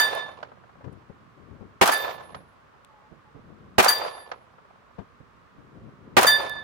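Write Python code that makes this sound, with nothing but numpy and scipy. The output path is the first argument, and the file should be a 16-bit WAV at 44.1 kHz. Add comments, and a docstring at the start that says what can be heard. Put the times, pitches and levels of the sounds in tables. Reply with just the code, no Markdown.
"""An outdoor range below a rocky slope: a pistol is fired slowly, the first shot just before the start.
Each blast overloads the microphones and scatters back from ground, slope and trees, with one late slap
from a far bank and soft puffs from distant ridges. A tenth of a second after each shot the bullet
strikes a steel paddle, which rings as it swings round. Spent brass sings as it tumbles.
Small metal ticks, pings and faint hoots sound over a light wind that buffets the microphones."""
import sys
import numpy as np
from scipy import signal
from scipy.fft import rfft, irfft, next_fast_len
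from scipy.io import wavfile

SR = 44100
rng = np.random.default_rng(int(sys.argv[2]) if len(sys.argv) > 2 else 0)


def master(y):
    """Save y as 16-bit WAV."""
    cut = np.clip(np.atleast_2d(y).T, -1, 1)
    pcm = np.round(cut * 32767)  # scale
    wavfile.write(sys.argv[1], SR, pcm.astype(np.int16))


N = 292455
EVENT_SAMPLES = int(1.3 * SR)
AGE_S = np.arange(EVENT_SAMPLES) / SR
CUTOFF_HZ = 15900

# Pistol shots. Each row: start in seconds, then gains in dB of blast, far bank and ridges.
SHOTS = [(-0.1055, 1.5, -1.5, 7.5), (1.8119, 1, -1, -10), (3.7816, 1.5, 2.5, 6), (6.1667, 1.5, -4, 0)]
# Spectrum of far echoes. Each row: frequency in Hz, relative density in dB.
FAR_SPECTRUM = [(100, -20), (350, -2), (600, 9), (1500, 4.5), (2400, -8), (5000, -13), (9000, -29.5),
                (15000, -40)]
# Spectrum of metal ticks and bullet splash. Each row: frequency in Hz, relative density in dB.
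METAL_SPECTRUM = [(1000, -25.5), (3000, -9), (7000, -7.5), (11000, 2), (15000, -5)]


def from_db(db):
    return 10 ** (np.asarray(db) / 20)


def unit_rms(x):
    return x / np.sqrt(np.mean(x ** 2) + 1e-20)


def pan(side_db):
    """Stereo gains; side is left minus right."""
    return from_db(np.array([[side_db], [-side_db]]) / 2)


def add(out, sound, start_s):
    """Mix a sound in; the start may be negative."""
    at = round(start_s * SR)
    first, last = max(at, 0), min(at + sound.shape[-1], out.shape[-1])
    if last > first:
        out[:, first:last] += sound[..., first - at:last - at]


def low_pass(x, hz):
    return signal.sosfilt(signal.butter(2, min(hz, .45 * SR), fs=SR, output="sos"), x)


def decay(t60_s):
    return np.exp(-np.minimum(np.log(1000) * AGE_S / t60_s, 40))


def swell(db, attack_s, rise_db, hold_s, sag_db, fall_db_per_s):
    """Gain that rises, sags while it holds, then falls."""
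    rising_db = rise_db * np.maximum(1 - AGE_S / attack_s, 0)
    sagging_db = sag_db * np.clip((AGE_S - attack_s) / hold_s, 0, 1)
    falling_db = fall_db_per_s * np.maximum(AGE_S - attack_s - hold_s, 0)
    return from_db(db - rising_db - sagging_db - falling_db)


def wander(size, hz):
    """Slow random curve, rms 1."""
    return unit_rms(low_pass(rng.standard_normal(size + EVENT_SAMPLES), hz)[EVENT_SAMPLES:])


def noise(spectrum, size, coherence=0, peaks=()):
    """Stereo noise with a given spectrum, left-right coherence and resonances; rms 1."""
    padded = next_fast_len(size)
    hz = np.arange(padded // 2 + 1) * SR / padded + 1e-3
    knots_hz, knots_db = np.transpose(spectrum)
    db = np.interp(np.log(hz), np.log(knots_hz), knots_db)
    for centre_hz, width_hz, height_db in peaks:
        db += height_db / (1 + (2 * (hz - centre_hz) / width_hz) ** 2)
    white = rng.standard_normal((3, padded))
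    stereo = np.sqrt(1 - coherence) * white[:2] + np.sqrt(coherence) * white[2]
    return unit_rms(irfft(rfft(stereo) * from_db(db), padded)[:, :size])


def bursts(rows, spectrum, size, rise_s):
    """Short, decaying, low-passed noise bursts."""
    out = np.zeros((2, size))
    length = EVENT_SAMPLES // 4
    for start_s, db, t60_s, top_hz, side_db in rows:
        burst = low_pass(noise(spectrum, length), top_hz)
        envelope = decay(t60_s) * (1 - np.exp(-AGE_S / rise_s))
        add(out, from_db(db) * pan(side_db) * burst * envelope[:length], start_s)
    return out


def partial(hz, waver, waver_hz):
    """Stereo sine; paths by way of the ground add a slowly changing share."""
    paths = low_pass(rng.standard_normal((2, 2, EVENT_SAMPLES)), waver_hz)
    paths = unit_rms(paths[0] + 1j * paths[1])
    phase = 2 * np.pi * (hz * AGE_S + rng.random() + rng.uniform(-1, 1, (2, 1)) / 6)
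    return np.real((1 + waver * paths) * np.exp(1j * phase))


def trees(level_db=-57):
    """Even rush of air in the trees."""
    # Each row: frequency in Hz, relative density in dB.
    spectrum = [(15, -54.5), (25, -25), (53, -5), (263, -9), (293, -12), (326, -20), (363, -13.5),
                (451, -7.5), (677, -11.5), (840, -11), (1100, -3.5), (2160, -17.5), (12200, -45.5),
                (16000, -45.5)]
    return from_db(level_db) * noise(spectrum, N, coherence=0.056) * pan(-1.5)


def wind(trim_db=-0.36, eddy_db=3.0, eddy_hz=15):
    """Gusts buffet the microphones, each with its own eddies."""
    # Gust curve. Each row: time in seconds, gain in dB, side in dB.
    gusts = [(.35, -58, -8.5), (.72, -64, -14), (.88, -48.5, 22), (1.0, -58, 13), (1.32, -58.5, -9),
             (1.42, -59, 24.5), (1.65, -50, 6.5), (1.78, -61.5, 3.5), (2.38, -51.5, 0.5), (2.55, -66, 0.5),
             (2.97, -71.5, -11), (3.25, -64, -13), (3.47, -50.5, 5.5), (3.72, -51, 8.5),
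             (4.25, -67.5, -4.5), (4.9, -65.5, -4.5), (5.52, -64, -4.5), (5.82, -44.5, 8),
             (5.97, -56.5, -2.5), (6.08, -45, 7), (6.62, -50.5, -5)]
    # Each row: frequency in Hz, relative density in dB.
    spectrum = [(25, -28.5), (63, -2.5), (120, 2), (250, -3.5), (400, -8), (600, -15), (1400, -34.5),
                (4000, -56), (16000, -79.5)]
    knots_s, *columns = np.transpose(gusts)
    gust_db, side_db = [np.interp(np.arange(N) / SR, knots_s, column) for column in columns]
    eddies = np.array([wander(N, eddy_hz), wander(N, eddy_hz)])
    level_db = trim_db + gust_db + np.array([side_db, -side_db]) / 2 + eddy_db * eddies
    return from_db(level_db) * noise(spectrum, N, coherence=0.39)


def wind_buffets():
    """Short, dull thumps of wind buffeting the left or right microphone."""
    # Each row: start in seconds, gain in dB, t60 in seconds, low-pass in Hz, side in dB.
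    buffets = [(.841, -30, 0.047, 1430, 17), (1.095, -38, 0.081, 497, 23), (1.607, -36.5, 0.14, 540, 21.5),
               (3.115, -49, 0.14, 500, -31), (3.345, -41, 0.24, 700, -13.5), (4.982, -31.5, 0.12, 1090, 20),
               (5.2, -42, 0.13, 497, -13.5), (5.58, -44.5, .2, 450, 14.5)]
    # Each row: frequency in Hz, relative density in dB.
    spectrum = [(50, -7.5), (150, 1), (350, -3), (700, -8.5), (2000, -17), (8000, -19)]
    return bursts(buffets, spectrum, N, rise_s=0.0053)


def hoots():
    """Soft, pure gliding notes from far away."""
    # Each row: start and length in seconds, starting pitch in Hz, glide in Hz per second, level in dB.
    notes = [(2.88, 0.15, 886, -500, -57.5), (3.02, 0.072, 845, 306, -56), (3.246, 0.061, 854, -100, -56)]
    out = np.zeros((2, N))
    for start_s, length_s, hz, glide_hz_per_s, db in notes:
        arch = np.sin(np.pi * np.minimum(AGE_S / length_s, 1))
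        tone = np.sin(2 * np.pi * (hz + glide_hz_per_s * AGE_S / 2) * AGE_S)
        add(out, from_db(db) * arch * tone, start_s)
    return out


def pings(side_db=5.0):
    """Small pieces of metal ring briefly."""
    # Each row: start in seconds, pitch in Hz, level in dB, t60 in seconds.
    rings = [(.922, 9200, -73.5, 0.083), (.985, 5200, -74, 0.066), (2.8475, 3430, -56, .02)]
    out = np.zeros((2, N))
    for start_s, hz, db, t60_s in rings:
        add(out, from_db(db) * np.sin(2 * np.pi * hz * AGE_S) * decay(t60_s) * pan(side_db), start_s)
    return out


def ticks():
    """Bright metal clicks that die within milliseconds."""
    # Each row: start in seconds, gain in dB, t60 in seconds, low-pass in Hz, side in dB.
    clicks = [(.1501, -30, 0.012, 16000, -5), (.9268, -59, 0.046, 7000, 8), (2.0223, -34, 0.022, 16000, -3),
              (2.8475, -31, 0.0055, 5000, 15.5), (3.9833, -29, 0.014, 16000, -3),
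              (6.4961, -22, 0.004, 16500, -14)]
    return bursts(clicks, METAL_SPECTRUM, N, rise_s=0.00036)


def spent_cases(tumble_hz=4.95, tumble_db=0.5, side_db=10):
    """Ejected brass sings two thin tones, throbbing as it turns over."""
    # Each row: start and base hold in seconds, gains in dB of the lower and upper tone.
    flights = [(0.098, 0.072, -68.5, -68), (1.956, 0.62, -74.5, -47.5), (4.009, 0.25, -60.5, -68),
               (6.374, .08, -73, -63)]
    # Each row: pitch in Hz, share of the hold, sag in dB, release in dB per second.
    tones = [(10635, 0.62, -3.5, 126), (14470, 0.27, 19, 260)]
    out = np.zeros((2, N))
    tumble = from_db(tumble_db * np.cos(2 * np.pi * tumble_hz * AGE_S))
    for start_s, hold_s, *tone_dbs in flights:
        for (hz, share, sag_db, release_db_per_s), db in zip(tones, tone_dbs):
            envelope = swell(db, attack_s=0.026, rise_db=28, hold_s=share * hold_s,
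                             sag_db=sag_db, fall_db_per_s=release_db_per_s)
            add(out, envelope * tumble * partial(hz, waver=0.9, waver_hz=7.6) * pan(side_db), start_s)
    return out


def plate_beam(quarter_turns, edge_db):
    """A plate is loud face-on and faint edge-on."""
    return np.hypot(np.cos(np.pi / 2 * quarter_turns), from_db(edge_db))


def paddles(clang_flat_hz=15, mistuning=0.0021, trim_db=-0.35, drag_per_s=0.97, stop_db_per_s=139):
    """The bullet splashes, the plate clangs flat, beating modes fade and swell as it swings to a stop."""
    # Each row: start in seconds; gains in dB of three main modes, overtones, clang and splash;
    # seconds per quarter turn before drag, edge-on gain in dB, damping in dB per second,
    # seconds until the stop, share of the twin modes.
    strikes = [(-0.006, -17, -16, -27, -8.5, -10, -28, 0.11, -14, 61.5, 0.22, .12),
               (1.916, -24.5, -27.5, -35, -13, -29.5, -30, 0.2, -6.5, 82, 0.47, 0.027),
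               (3.882, -35, -35, -24.5, -6.5, -3, -20.5, 0.15, -3, 60, 0.37, 0.68),
               (6.266, -13.5, -12, -18, -1.5, -13, -22.5, 0.14, -17, 63, 0.32, 0.17)]
    # Each row: pitch in Hz, clang gain in dB, side in dB, build-up in seconds,
    # own decay in dB per second, beam narrowness, step up to its twin in Hz.
    main_modes = [(1739, -20, -11, .002, 0.5, 0.94, 6.5), (3593, -26.5, -3, 0.035, 16, .92, 5.5),
                  (4677, -9, 10, .002, 49.5, .88, 17)]
    # Each row: pitch in Hz, gain in dB, t60 in seconds, side in dB.
    overtones = [(1590, -32.5, .2, -4), (1980, -36, .3, -7.5), (3090, -42, .25, 2), (6340, -30.5, 0.14, 9),
                 (6900, -33.5, 0.065, 6), (8200, -38, 0.054, -1), (8700, -39, 0.069, 1.5),
                 (9320, -35.5, 0.33, -1), (10560, -34.5, 0.06, 1.5), (10620, -32, .2, 8.5),
                 (10800, -51.5, .7, 2.5), (11170, -36, 0.14, 2.5), (11220, -40.5, 0.11, 2),
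                 (14290, -36.5, 0.23, 8), (14520, -38.5, .3, 5.5), (15150, -35.5, .12, 8.5)]
    out = np.zeros((2, N))
    for (start_s, *mode_dbs, overtones_db, hit_db, splash_db,
         quarter_s, edge_db, damping_db_per_s, stop_s, twin_share) in strikes:
        loss_db = damping_db_per_s * AGE_S + stop_db_per_s * np.maximum(AGE_S - stop_s, 0)
        quarter_turns = AGE_S / quarter_s * np.exp(-drag_per_s * AGE_S)
        sound = from_db(splash_db) * noise(METAL_SPECTRUM, EVENT_SAMPLES) * decay(t60_s=0.19)
        for mode, db in zip(main_modes, mode_dbs):
            hz, clang_db, side_db, build_s, own_db_per_s, narrowness, split_hz = mode
            pair = partial(hz, waver=0.12, waver_hz=24.7)
            pair += twin_share * partial(hz + split_hz, waver=0.067, waver_hz=24.91)
            build_up = 1 - np.exp(-AGE_S / build_s)
            envelope = build_up * from_db(trim_db + db - loss_db - own_db_per_s * AGE_S)
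            ring = pair * envelope * plate_beam(narrowness * quarter_turns, edge_db)
            clang = partial(hz - clang_flat_hz, waver=0.23, waver_hz=45) * decay(t60_s=0.16)
            sound += (ring + from_db(clang_db + hit_db) * clang) * pan(side_db)
        for hz, db, t60_s, side_db in overtones:
            own_hz = hz * (1 + mistuning * rng.standard_normal())   # no two paddles are alike
            overtone = partial(own_hz, waver=0.98, waver_hz=34.6) * decay(t60_s)
            sound += from_db(db + overtones_db) * overtone * pan(side_db)
        add(out, sound * (1 - np.exp(-AGE_S / 0.0011)), start_s)
    return out


def ridge_echoes(first_s=.62, gap_s=.06, jitter_s=0.0081, count=7, t60_s=0.032, top_hz=1700,
                 base_db=-39, fall_db_per_s=10, spread_db=4):
    """Soft dull puffs return from distant ridges at uneven gaps."""
    rows = []
    for start_s, _, _, ridge_db in SHOTS:
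        late, loud = rng.standard_normal((2, count))
        delays_s = gap_s * np.arange(count) + jitter_s * late
        gains_db = base_db + ridge_db - fall_db_per_s * delays_s + spread_db * loud
        for delay_s, db in zip(delays_s, gains_db):
            rows.append((start_s + first_s + delay_s, db, t60_s, top_hz, 0))
    return bursts(rows, FAR_SPECTRUM, N, rise_s=0.0078)


def scatter(spectrum, coherence, repeat_share, clumps_db, thinning_db_per_s=0, peaks=()):
    """One clumpy cloud of reflections per shot; the terrain stays put, so a share repeats."""
    depth_db = clumps_db + thinning_db_per_s * AGE_S
    clumps = [from_db(depth_db * (np.minimum(wander(EVENT_SAMPLES, hz=60), 1.7) - .5))
              for _ in range(len(SHOTS) + 1)]
    clouds = np.array([unit_rms(noise(spectrum, EVENT_SAMPLES, coherence, peaks) * clump)
                       for clump in clumps])
    return np.sqrt(repeat_share) * clouds[0] + np.sqrt(1 - repeat_share) * clouds[1:]


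def air_absorption(x, loss_db_per_s_khz=8.7, neutral_s=.27):
    """Longer paths lose more treble: early returns are brighter, late ones duller."""
    out, below = 0, 0
    for top_hz in 1000 * 2 ** np.arange(5):
        low = x
        if top_hz < CUTOFF_HZ / 2:
            low = signal.sosfiltfilt(signal.butter(2, top_hz, fs=SR, output="sos"), x)
        loss_db = loss_db_per_s_khz * (top_hz / 2000 - .5) * (AGE_S - neutral_s)
        out = out + (low - below) * from_db(-loss_db)
        below = low
    return out


def slope_scatter():
    """Per shot: the slope's answer swells late and the woods behind it linger."""
    # Each row: frequency in Hz, relative density in dB.
    spectrum = [(60, -45.5), (250, -25), (400, -5.5), (560, 0.5), (1050, -1.5), (1600, -13), (2500, -15),
                (4300, -19), (8000, -36), (16000, -48.5)]
    slope = swell(db=-33, attack_s=0.16, rise_db=21, hold_s=0.12, sag_db=-3, fall_db_per_s=168)
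    woods = swell(db=-47.5, attack_s=.39, rise_db=30.5, hold_s=0.16, sag_db=3, fall_db_per_s=170)
    linger = from_db(-62) * decay(t60_s=12)
    envelope = np.sqrt(slope ** 2 + woods ** 2 + linger ** 2)
    clouds = scatter(spectrum, coherence=0.11, repeat_share=0.84, clumps_db=0.37, thinning_db_per_s=8)
    return air_absorption(clouds * envelope) * pan(-5.5)


def ground_scatter():
    """Per shot: the early answer of the nearby ground."""
    # Each row: frequency in Hz, relative density in dB.
    spectrum = [(40, -32.5), (120, -27), (230, -16.5), (400, -10.5), (600, -5.5), (850, 1), (1350, -1.5),
                (2000, -9.5), (4100, -15.5), (11000, -27.5), (16000, -28.5)]
    envelope = swell(db=-21, attack_s=0.058, rise_db=15.5, hold_s=0.062, sag_db=4, fall_db_per_s=238.5)
    return scatter(spectrum, coherence=0.13, repeat_share=0.34, clumps_db=2.5) * envelope * pan(-2.5)


def muzzle_blasts(push_hz=100, push_db=-15.5):
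    """Per shot: the low shove of expanding gas under an abrupt burst of noise."""
    # Each row: frequency in Hz, relative density in dB.
    spectrum = [(24, -51.5), (40, -29), (354, -5.5), (663, -5), (790, -3.5), (1680, -8), (2100, -7.5),
                (3740, -17), (12100, -28), (16000, -30.5)]
    # Resonances of bench and surroundings. Each row: centre and width in Hz, height in dB.
    bench = [(222, 45, 9), (378, 55, 8), (497, 40, 5), (810, 55, 6), (955, 50, 4), (1174, 60, 3)]
    push = from_db(push_db) * np.sin(2 * np.pi * push_hz * AGE_S) * decay(t60_s=0.027)
    envelope = swell(db=-8, attack_s=0.0012, rise_db=11.5, hold_s=.022, sag_db=4, fall_db_per_s=951)
    clouds = scatter(spectrum, coherence=0.25, repeat_share=0.32, clumps_db=1.5, peaks=bench)
    return push + clouds * envelope


def gunshots(left_lag_s=.0017, overload=.72, bass_cut_hz=62):
    """Each blast overloads the microphones, reaching the right one first; then the terrain answers."""
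    # Distinct reflections, near and from the far bank.
    # Each row: delay in seconds, gain in dB, t60 in seconds, low-pass in Hz, side in dB.
    near_echoes = [(.044, -22.5, 0.083, 14100, 7), (.063, -10, 0.03, 11770, -1.5),
                   (.0795, -3.5, 0.038, 1600, 0.5), (.234, -18, 0.074, 1610, -3),
                   (.266, -19.5, 0.12, 1190, -2.5), (.394, -30.5, 0.091, 1700, 1)]
    bank_echoes = [(.533, -15.5, .03, 5000, -5), (.549, -33, .06, 3000, -3)]
    # Each row: frequency in Hz, relative density in dB.
    echo_spectrum = [(100, -40), (300, -16.5), (550, 3), (1400, -2), (2500, -8.5), (5000, -9), (15000, -6)]
    blasts, ground, slope = muzzle_blasts(), ground_scatter(), slope_scatter()
    bass_cut = signal.butter(2, bass_cut_hz, "high", fs=SR, output="sos")
    out = np.zeros((2, N))
    for k, (start_s, db, bank_db, _) in enumerate(SHOTS):
        clipped = overload * np.tanh(from_db(db) * blasts[k] / overload)
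        left, right = signal.sosfilt(bass_cut, clipped)
        add(out[:1], left, start_s + left_lag_s)
        add(out[1:], right, start_s)
        echoes = bursts(near_echoes, echo_spectrum, EVENT_SAMPLES, rise_s=0.00092)
        slap = bursts(bank_echoes, FAR_SPECTRUM, EVENT_SAMPLES, rise_s=0.0064)
        add(out, from_db(db) * (ground[k] + slope[k] + echoes) + from_db(bank_db) * slap, start_s)
    return out


def scene():
    """Shots, steel, brass and small sounds in the open air."""
    return (wind_buffets() + gunshots() + ridge_echoes() + paddles() + spent_cases()
            + ticks() + pings() + hoots() + wind() + trees())


def record(dry):
    """Round the highest peaks, cut the top."""
    rounded = dry / (1 + (dry / .85) ** 6) ** (1 / 6)
    return signal.sosfilt(signal.ellip(10, .1, 80, CUTOFF_HZ, fs=SR, output="sos"), rounded)


dry = scene()
out = record(dry)
master(out)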